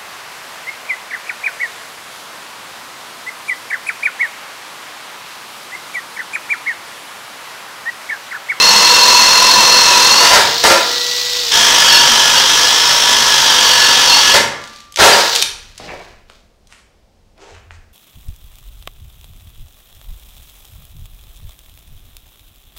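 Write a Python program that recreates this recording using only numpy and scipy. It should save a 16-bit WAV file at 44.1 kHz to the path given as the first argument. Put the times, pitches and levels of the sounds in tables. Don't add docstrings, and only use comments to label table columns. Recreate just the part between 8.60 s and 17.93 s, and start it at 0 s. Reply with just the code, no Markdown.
import sys
import numpy as np
from scipy import signal
from scipy.fft import rfft, irfft, next_fast_len
from scipy.io import wavfile
from scipy.ndimage import uniform_filter1d

SR = 44100
rng = np.random.default_rng(int(sys.argv[2]) if len(sys.argv) > 2 else 0)


def log_audio(samples):
    frames = np.atleast_2d(samples).T
    limited = np.clip(frames, -1, 1)
    pcm = np.round(limited * 32767).astype(np.int16)
    wavfile.write(sys.argv[1], SR, pcm)


N = 411453
T = np.arange(N) / SR


def amp(db):
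    return 10 ** (np.asarray(db) / 20)


def unit(x):
    return x / np.sqrt(np.mean(x ** 2) + 1e-20)


def read(points, hz):
    f, value = np.transpose(points)
    return np.interp(np.log(hz + 1), np.log(f + 1), value)


def add(mix, s, sound):
    part = mix[max(round(s * SR), 0):][:len(sound)]
    part += sound[:len(part)]


def colour(x, spectrum, rings=()):
    size = next_fast_len(N + SR)
    f = np.fft.rfftfreq(size, 1 / SR)
    peaks = 1
    for hz, width, db in rings:
        peaks = peaks + amp(db) ** 2 / (1 + (2 * (f - hz) / width) ** 2) ** 0.91447
    filtered = rfft(x, size) * amp(read(spectrum, f)) * np.sqrt(peaks)
    return unit(irfft(filtered, size)[:N])


def band(x, hz, spread, order=3):
    edges = [hz / (1 + spread), min(hz * (1 + spread), SR / 2 - 2000)]
    return signal.sosfilt(signal.butter(order, edges, "band", fs=SR, output="sos"), x)


def wander(rate_hz):
    lowpass = signal.butter(2, rate_hz, fs=SR, output="sos")
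    return unit(signal.sosfilt(lowpass, rng.standard_normal(N)))


def grains(per_s, spread_db):
    size = amp(spread_db * np.minimum(rng.exponential(1, N), 4)) * rng.standard_normal(N)
    return unit(size * (rng.random(N) < per_s / SR))


def swell(s, rise, fall, db):
    climb = np.maximum((s - T) / rise, 0) ** 4
    decay = np.maximum((T - s) / fall, 0) ** 2
    return amp(db) * np.exp(-climb - decay)


# (start [s], end [s], relative cutting level [dB], relative gear whine level [dB])
HOLES = [(-2, 1.785, -5.5, -13.3), (2.905, 5.772, -5.2, -15)]
BITE_S, LET_GO_S = 0.02596, 0.028


def in_wood(start, end):
    return np.clip((T - start) / BITE_S, 0, 1) * np.clip((end - T) / LET_GO_S, 0, 1)


# (frequency [Hz], t60 [s])
GARAGE_DECAY = [(150, 0.8795), (500, 0.58944), (1500, 0.7178), (4000, 0.47208), (8000, 0.43977),
                (15000, 0.32)]


def reverb(x):
    hz, t, z = signal.stft(rng.standard_normal(SR), SR, nperseg=256)
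    decay = amp(-60 * t / read(GARAGE_DECAY, hz)[:, None])
    tail = signal.istft(z * decay, SR, nperseg=256)[1]
    tail = tail * np.clip((np.arange(len(tail)) / SR - .003) / 0.0024, 0, 1)
    middle = abs(rfft(tail, SR)[500:6000])
    return signal.oaconvolve(x, tail / np.sqrt(np.mean(middle ** 2)))[:N]


def garage(x, count=3):
    walls = np.zeros(N)
    for k in range(count):
        walls += reverb(x * np.cos(np.pi * (2 * T + k / count)))
    return walls / np.sqrt(count / 2)


# (frequency [Hz], relative density [dB per Hz])
AIR_SPECTRUM = [(15, -31.5), (25, -1.5), (75, -13.5), (126, -20.5), (221, -13.5), (267, -22.5),
                (322, -20.5), (598, -19.5), (1380, -33.5), (5280, -35), (15500, -53)]
# (time [s], rise [s], fall [s], relative level [dB])
RUMBLES = [(7.0, .15, 0.5856, -41), (9.15, 0.3047, 0.4577, -46)]


def background(air_db=-55, still_db=-49, shake_db=-38.5, hum_db=-45.5):
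    air = amp(air_db) * colour(rng.standard_normal(N), AIR_SPECTRUM)
    low_spectrum = [(5, -6.0), (20, 5.0), (45, -6), (90, -12), (160, -28), (400, -56)]
    low = colour(rng.standard_normal(N), low_spectrum)
    hum_spectrum = [(60, -40), (78, -8), (85, -1.5), (92, -9.5), (120, -45), (400, -90.5)]
    hum = colour(rng.standard_normal(N), hum_spectrum)
    shaking = amp(still_db) + amp(shake_db) * sum(in_wood(*hole[:2]) for hole in HOLES)
    shaking = shaking + sum(swell(*row) for row in RUMBLES)
    return air + shaking * low + amp(hum_db) * hum * np.clip((T - 8.7) / 0.375, 0, 1)


# (time [s], rise [s], fall [s], relative level [dB], centre [Hz], relative half-width [ratio])
SCUFFS = [(7.21, 0.029, 0.0783, -39.5, 2548, 1), (7.22, 0.02335, .09, -39, 140, .9),
          (7.21, 0.01446, 0.05774, -37, 624.4, 0.353), (7.295, 0.01934, 0.02632, -31.5, 2128, 0.251),
          (7.3, 0.0413, 0.1026, -34.5, 616.3, 0.7736), (7.35, 0.0606, 0.1676, -48.5, 1970, 0.4784),
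          (8.14, 0.04562, 0.05886, -48.5, 1720, 0.863), (8.14, .05, 0.0807, -51.5, 5200, 0.7576),
          (8.86, 0.0759, 0.06885, -43.5, 580, .6), (8.87, 0.07355, 0.0964, -49.5, 3987, 0.787),
          (8.92, 0.1377, 0.0964, -50.5, 1694, 0.691), (9.12, 0.01425, 0.04516, -54.5, 4469, 0.721)]


def scuffs(uneven_db=2.0):
    catching = amp(uneven_db * wander(35.27))
    out = np.zeros(N)
    for s, rise, fall, db, hz, spread in SCUFFS:
        grit = unit(band(grains(3000, 2.421) * catching, hz, spread))
        out += swell(s, rise, fall, db) * grit
    return out


def hits(rows, t60, spread, order, edge):
    out, t = np.zeros(N), np.arange(4096) / SR
    for s, db, hz in rows:
        blow = rng.standard_normal(len(t)) * amp(-60 * t / t60)
        blow[0] = edge
        blow = band(blow, hz, spread, order)
        add(out, s, amp(db) * blow / abs(blow).max())
    return out


# (time [s], relative peak level [dB], centre [Hz])
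KNOCKS = [(7.200, -19.5, 588.3), (7.292, -17, 1410), (7.303, -21, 789), (7.399, -38, 1510),
          (7.699, -23, 2016), (7.700, -29.5, 600), (8.125, -24.5, 1605), (8.965, -30, 1600),
          (9.108, -18.5, 1330)]


def knocks():
    return hits(KNOCKS, t60=0.0194, spread=0.874, order=3, edge=32.06)


# (time [s], relative peak level [dB], centre [Hz])
CLICKS = [(2.039, 3, 4168), (6.039, -20, 3176), (6.075, -20, 4000), (6.161, -23, 4000), (6.204, -24, 3188),
          (6.323, -23.5, 5083), (6.342, -22, 4200), (6.360, -4, 3744), (6.372, -3.5, 3200),
          (6.752, 6, 4185), (6.760, 6.5, 4120), (6.817, -0.5, 4188), (6.824, 9, 4026), (6.838, -8.5, 4000),
          (7.179, -19, 4470), (7.699, -35.5, 5000), (8.072, -34.5, 5000), (8.125, -33, 4000),
          (8.779, -40, 3494)]


def clicks():
    return hits(CLICKS, t60=0.02, spread=0.7563, order=2, edge=3.0)


# (time [s], rise [s], fall [s], relative level [dB])
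CHIP_SHOWERS = [(6.039, 0.1028, .2, -41), (6.92, .05, 0.262, -44), (7.3, 0.1405, 0.19975, -44.5),
                (7.72, 0.03573, 0.0813, -53)]
# (frequency [Hz], relative density [dB per Hz])
PATTER_SPECTRUM = [(500, -19.5), (2000, -3), (4000, 2.5), (6500, -3.5), (9000, -14.5), (15000, -21.5)]


def falling_chips():
    return sum(swell(*shower) for shower in CHIP_SHOWERS) * colour(grains(1200, 2.2), PATTER_SPECTRUM)


# (time [s], rise [s], fall [s], relative level [dB])
THUMPS = [(1.8, .04, .055, -30), (5.79, 0.027, 0.066, -27)]


def thumps(centre_hz=140, spread=0.8):
    boom = unit(band(rng.standard_normal(N), centre_hz, spread))
    return sum(swell(*row) for row in THUMPS) * boom


# (time [s], frequency [Hz], level [dB], t60 [s])
BIT_MODES = [(1.76, 980.9, -22, 1.02), (1.77, 1360, -45.5, 0.91), (2.11, 1393, -16.5, 0.85),
             (2.11, 540, -7.5, 0.34), (2.15, 995, -15, 0.61), (5.755, 1743, -13, .35),
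             (5.755, 2060, -16.5, 0.5), (5.788, 1180, -33.5, 2.6), (6.832, 1190, -51, 1.4)]


def bit_ring():
    out, t = np.zeros(N), np.arange(SR) / SR
    fade = signal.windows.tukey(SR, .02)
    for s, hz, db, t60 in BIT_MODES:
        add(out, s, amp(db - 60 * t / t60) * np.sin(2 * np.pi * hz * t) * fade)
    return out


# (time [s], rise [s], fall [s], relative level [dB])
CHATTER = [(1.66, .06, .035, -9.5), (1.735, 0.0242, 0.07859, -2.5), (2.051, .013, 0.029095, 0.5),
           (2.108, 0.01266, 0.02303, -1.5), (5.757, 0.017, 0.02086, -1), (6.422, 0.03624, .085, 2),
           (6.6, 0.0595, 0.0189, -9.5)]
# (frequency [Hz], relative density [dB per Hz])
BEAM_SPECTRUM = [(25, -50), (60, -34), (150, -20), (280, -12.5), (420, -4.5), (600, -6), (950, -2),
                 (1400, -3.5), (2200, -3.5), (3200, -4.5), (4600, -3.5), (6500, -8), (9000, -14),
                 (15000, -24.5)]
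# (frequency [Hz], nominal width [Hz], height over that colour [dB])
BEAM_RINGS = [(388.6, 120, 0.5), (556.5, 70, 6), (585.74, 23, 9), (727.06, 70, 7), (918.74, 42, 9),
              (1375.1, 46, 6), (1389.4, 40, 3), (1720, 110, 5)]


def chatter(bite, chatter_db=0, throb=0.14, lumpy_db=1.5):
    blows = grains(2500, 2.6) * (1 + throb * bite) * amp(lumpy_db * wander(50))
    bouts = sum(swell(*bout) for bout in CHATTER)
    return amp(chatter_db) * bouts * colour(blows, BEAM_SPECTRUM, BEAM_RINGS)


# (time [s], length [s], sag [Hz])
SNAGS = [(1.331, .09, 11), (2.126, .08, 42), (3.35, .085, 46), (3.777, .025, 38), (5.523, .05, 29)]


def sag():
    return sum(hz * np.exp(-((T - s) / length) ** 2) for s, length, hz in SNAGS)


# (press [s], release [s])
TRIGGER_PULLS = [(-2, 5.755), (6.5, 6.795)]
# (time [s], turns a second [Hz])
MOTOR_SPEED = [(0, 355.9), (1.46, 354.1), (1.78, 392.3), (1.88, 449.2), (2.02, 482.4), (2.42, 486.7),
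               (2.81, 491.2), (2.95, 439.8), (3.25, 410.1), (3.7, 408.7), (4.38, 452.1), (4.9, 395.1),
               (5.22, 370.5), (5.42, 389.6), (5.6, 384.9), (5.76, 365.6), (6.48, 377.4), (6.72, 471.5)]
FREE_HZ, GEAR_RATIO = 493.27, 16.3
SPIN_UP_S, BRAKE_S = .009, .06


def rotation(sway=.021, stray=.006):
    speed = np.interp(T, *np.transpose(MOTOR_SPEED)) - sag()
    load = np.clip((FREE_HZ - speed) / 135, 0, 1)
    spun = np.zeros(N)
    for press, release in TRIGGER_PULLS:
        spin_up = 1 - np.exp(-np.maximum(T - press, 0) / SPIN_UP_S)
        spun += spin_up * np.exp(-np.maximum(T - release, 0) / BRAKE_S)
    bit_angle = 2 * np.pi * np.cumsum(speed * spun) / SR / GEAR_RATIO
    bite = np.cos(2 * bit_angle)
    warble = sway * np.sin(bit_angle + .55 * wander(5)) + .011 * bite + stray * wander(60)
    speed = speed * spun * (1 - load * warble + .0008 * wander(15))
    return np.cumsum(speed) / SR, load, spun ** 2, bite


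# (frequency [Hz], relative density [dB per Hz])
WHIRR_SPECTRUM = [(60, -22), (150, -17), (190, -30), (260, -18.5), (500, -18), (1000, -11.5), (1600, -12),
                  (2400, -9.5), (3300, -1.5), (4000, 3), (5200, 0), (7000, -8), (10000, -22.5),
                  (15500, -18)]


def whirr(turns, bite, whirr_db=-17.0, flutter=0.25):
    shaft_pulse = 1 + 0.26 * np.cos(2 * np.pi * turns)
    rattle = grains(6000, 2.) * (1 + flutter * bite) * shaft_pulse
    return amp(whirr_db) * colour(rattle, WHIRR_SPECTRUM)


# (multiple of the motor speed [ratio], relative level [dB])
MOTOR_TONES = [(1, -28), (2, -45), (4, -33.5), (8, -40), (16, -44), (23, -45)]
# (time [s], rise [s], fall [s], added gain [dB])
WHISTLE = (2.44, .17, .21, 3.5)
TONE_LOAD_DB = -17.5


def motor_tones(turns, load, tone_db=-1.5, waver=0.11, whistle_order=4):
    tones = np.zeros(N)
    for k, db in MOTOR_TONES:
        tone = amp(db) * np.sin(2 * np.pi * k * turns) * (1 + waver * wander(25))
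        if k == whistle_order:
            tone = tone * (1 + swell(*WHISTLE))
        tones += tone
    return amp(tone_db + TONE_LOAD_DB * load) * np.sqrt(2) * tones


# (multiple of the motor speed [ratio], relative level [dB])
GEAR_MESH = [(7.6, -3.5), (12, -2), (14.7, -14.5), (18.2, -9.5)]
# (frequency [Hz], boost [dB])
GEARCASE = [(2400, 1.5), (2750, -2), (3300, 4), (3900, -10), (4280, 6), (4480, 2.5), (4750, 1), (5050, 0.5),
            (5380, 11), (5750, -3), (6500, -5.5), (8500, -16.5)]
WHINE_LOAD_DB, IDLE_WHINE_DB = 20.5, -21
SNAG_WHINE_DB_PER_HZ = 0.1236
JERK_DB, JERK_DELAY_S, JERK_S = 19, 0.035, .01


def gears(turns, load, rough=0.26, patchy_db=1.6528):
    speed = np.gradient(turns) * SR
    out = np.zeros(N)
    for k, db in GEAR_MESH:
        tooth = np.sin(2 * np.pi * k * turns + rough * wander(180)) * (1 + 0.35 * wander(47))
        out += amp(db + read(GEARCASE, k * speed)) * tooth
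    steady_db = IDLE_WHINE_DB
    for start, end, _, db in HOLES:
        steady_db = steady_db + (db - IDLE_WHINE_DB) * in_wood(start, end)
    jerks = sum(np.exp(-((T - press - JERK_DELAY_S) / JERK_S) ** 2) for press, _ in TRIGGER_PULLS)
    snag_db = (SNAG_WHINE_DB_PER_HZ * sag() + patchy_db * wander(19)) * in_wood(*HOLES[1][:2])
    whine_db = steady_db + JERK_DB * jerks + snag_db - WHINE_LOAD_DB * (1 - load)
    return amp(whine_db) * np.sqrt(2) * out


def rasp(turns, load, rasp_db=-21, width_hz=170):
    smeared = wander(width_hz) * np.sin(2 * np.pi * GEAR_MESH[0][0] * turns)
    return amp(rasp_db) * in_wood(*HOLES[1][:2]) * load * smeared


# (frequency [Hz], relative density [dB per Hz])
CUTTING_SPECTRA = [
    [(60, -16), (130, -17.5), (220, -16), (300, -10), (500, -3), (800, -7), (1400, -1), (2300, -5.5),
     (3500, 1.5), (4700, -2), (5600, 5.5), (7000, -4), (9500, -13), (15000, -20.5)],
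    [(60, -23.5), (130, -12.5), (220, -15), (300, -9), (500, -7), (800, -1.5), (1400, 1.5), (2300, -2),
     (3300, 6), (4200, -1.5), (5700, 6.5), (7200, -4), (9500, -10.5), (15000, -20)],
]
# (frequency [Hz], nominal width [Hz], height over the cutting noise when fully pressed [dB])
CUTTING_RINGS = [
    [(215.57, 20, 13), (494.47, 19, 8.5), (986.56, 44, 20), (1390, 60, -5), (1772.4, 45, 8.5),
     (2035, 50, 7), (2695, 60, 3.5)],
    [(140, 18, 9), (243, 25, 11), (503.07, 32, 10.5), (961.92, 50, 13), (1330, 60, 0.5), (1707.8, 39, 12.5),
     (2063.2, 45, 3.5), (3242.3, 260, 5), (5370, 120, -7.5)],
]
CUT_LOAD_DB, ENTRY_DB, ENTRY_S = 4, 3.5, 0.55


def cutting(bite, load, cut_db=-3.0, throb=0.38, ringing=0.42):
    out = np.zeros(N)
    press = np.clip(1 - ringing * (1 - load), 0, 1)
    for (start, end, hole_db, _), chips, rings in zip(HOLES, CUTTING_SPECTRA, CUTTING_RINGS):
        snaps = grains(9000, 1.8) * (1 + throb * bite)
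        wood = press * colour(snaps, chips, rings) + (1 - press) * colour(snaps, chips)
        entry_db = ENTRY_DB * np.exp(-np.maximum(T - start, 0) / ENTRY_S)
        effort_db = entry_db - CUT_LOAD_DB * (1 - load)
        out += amp(cut_db + hole_db + effort_db) * in_wood(start, end) * wood
    return out


def scene(direct_db=-2, wood_wet_db=-4, whine_wet_db=-8, tone_wet_db=-12,
          click_wet_db=-7, knock_wet_db=-5, scuff_wet_db=-2):
    turns, load, running, bite = rotation()
    tones = running * motor_tones(turns, load)
    whine = running ** 2 * gears(turns, load)
    boring = running * whirr(turns, bite) + rasp(turns, load) + cutting(bite, load)
    boring = boring + chatter(bite) + thumps() + falling_chips()
    sends = [(boring, wood_wet_db), (whine, whine_wet_db), (tones, tone_wet_db),
             (clicks(), click_wet_db), (knocks(), knock_wet_db), (scuffs(), scuff_wet_db)]
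    direct = amp(direct_db) * sum(x for x, _ in sends)
    walls = garage(sum(amp(db) * x for x, db in sends))
    return (direct + walls + bit_ring() + background())[None]


def record(dry, drive_db=0.2, limit=1.0, ceiling=0.96187, knee=6, low_cut_hz=55, top_hz=15800):
    x = amp(drive_db) * dry
    power = uniform_filter1d(x ** 2, size=200)
    x = x / (1 + (power / limit ** 2) ** 4) ** (1 / 8)
    clipped = x / (1 + abs(x / ceiling) ** knee) ** (1 / knee)
    low_cut = signal.butter(1, low_cut_hz, "high", fs=SR, output="sos")
    clipped = signal.sosfilt(low_cut, clipped)
    band_limit = signal.firwin(511, top_hz, window=("kaiser", 9), fs=SR)
    return signal.oaconvolve(clipped, band_limit[None], "same")


dry = scene()
out = record(dry)
log_audio(out)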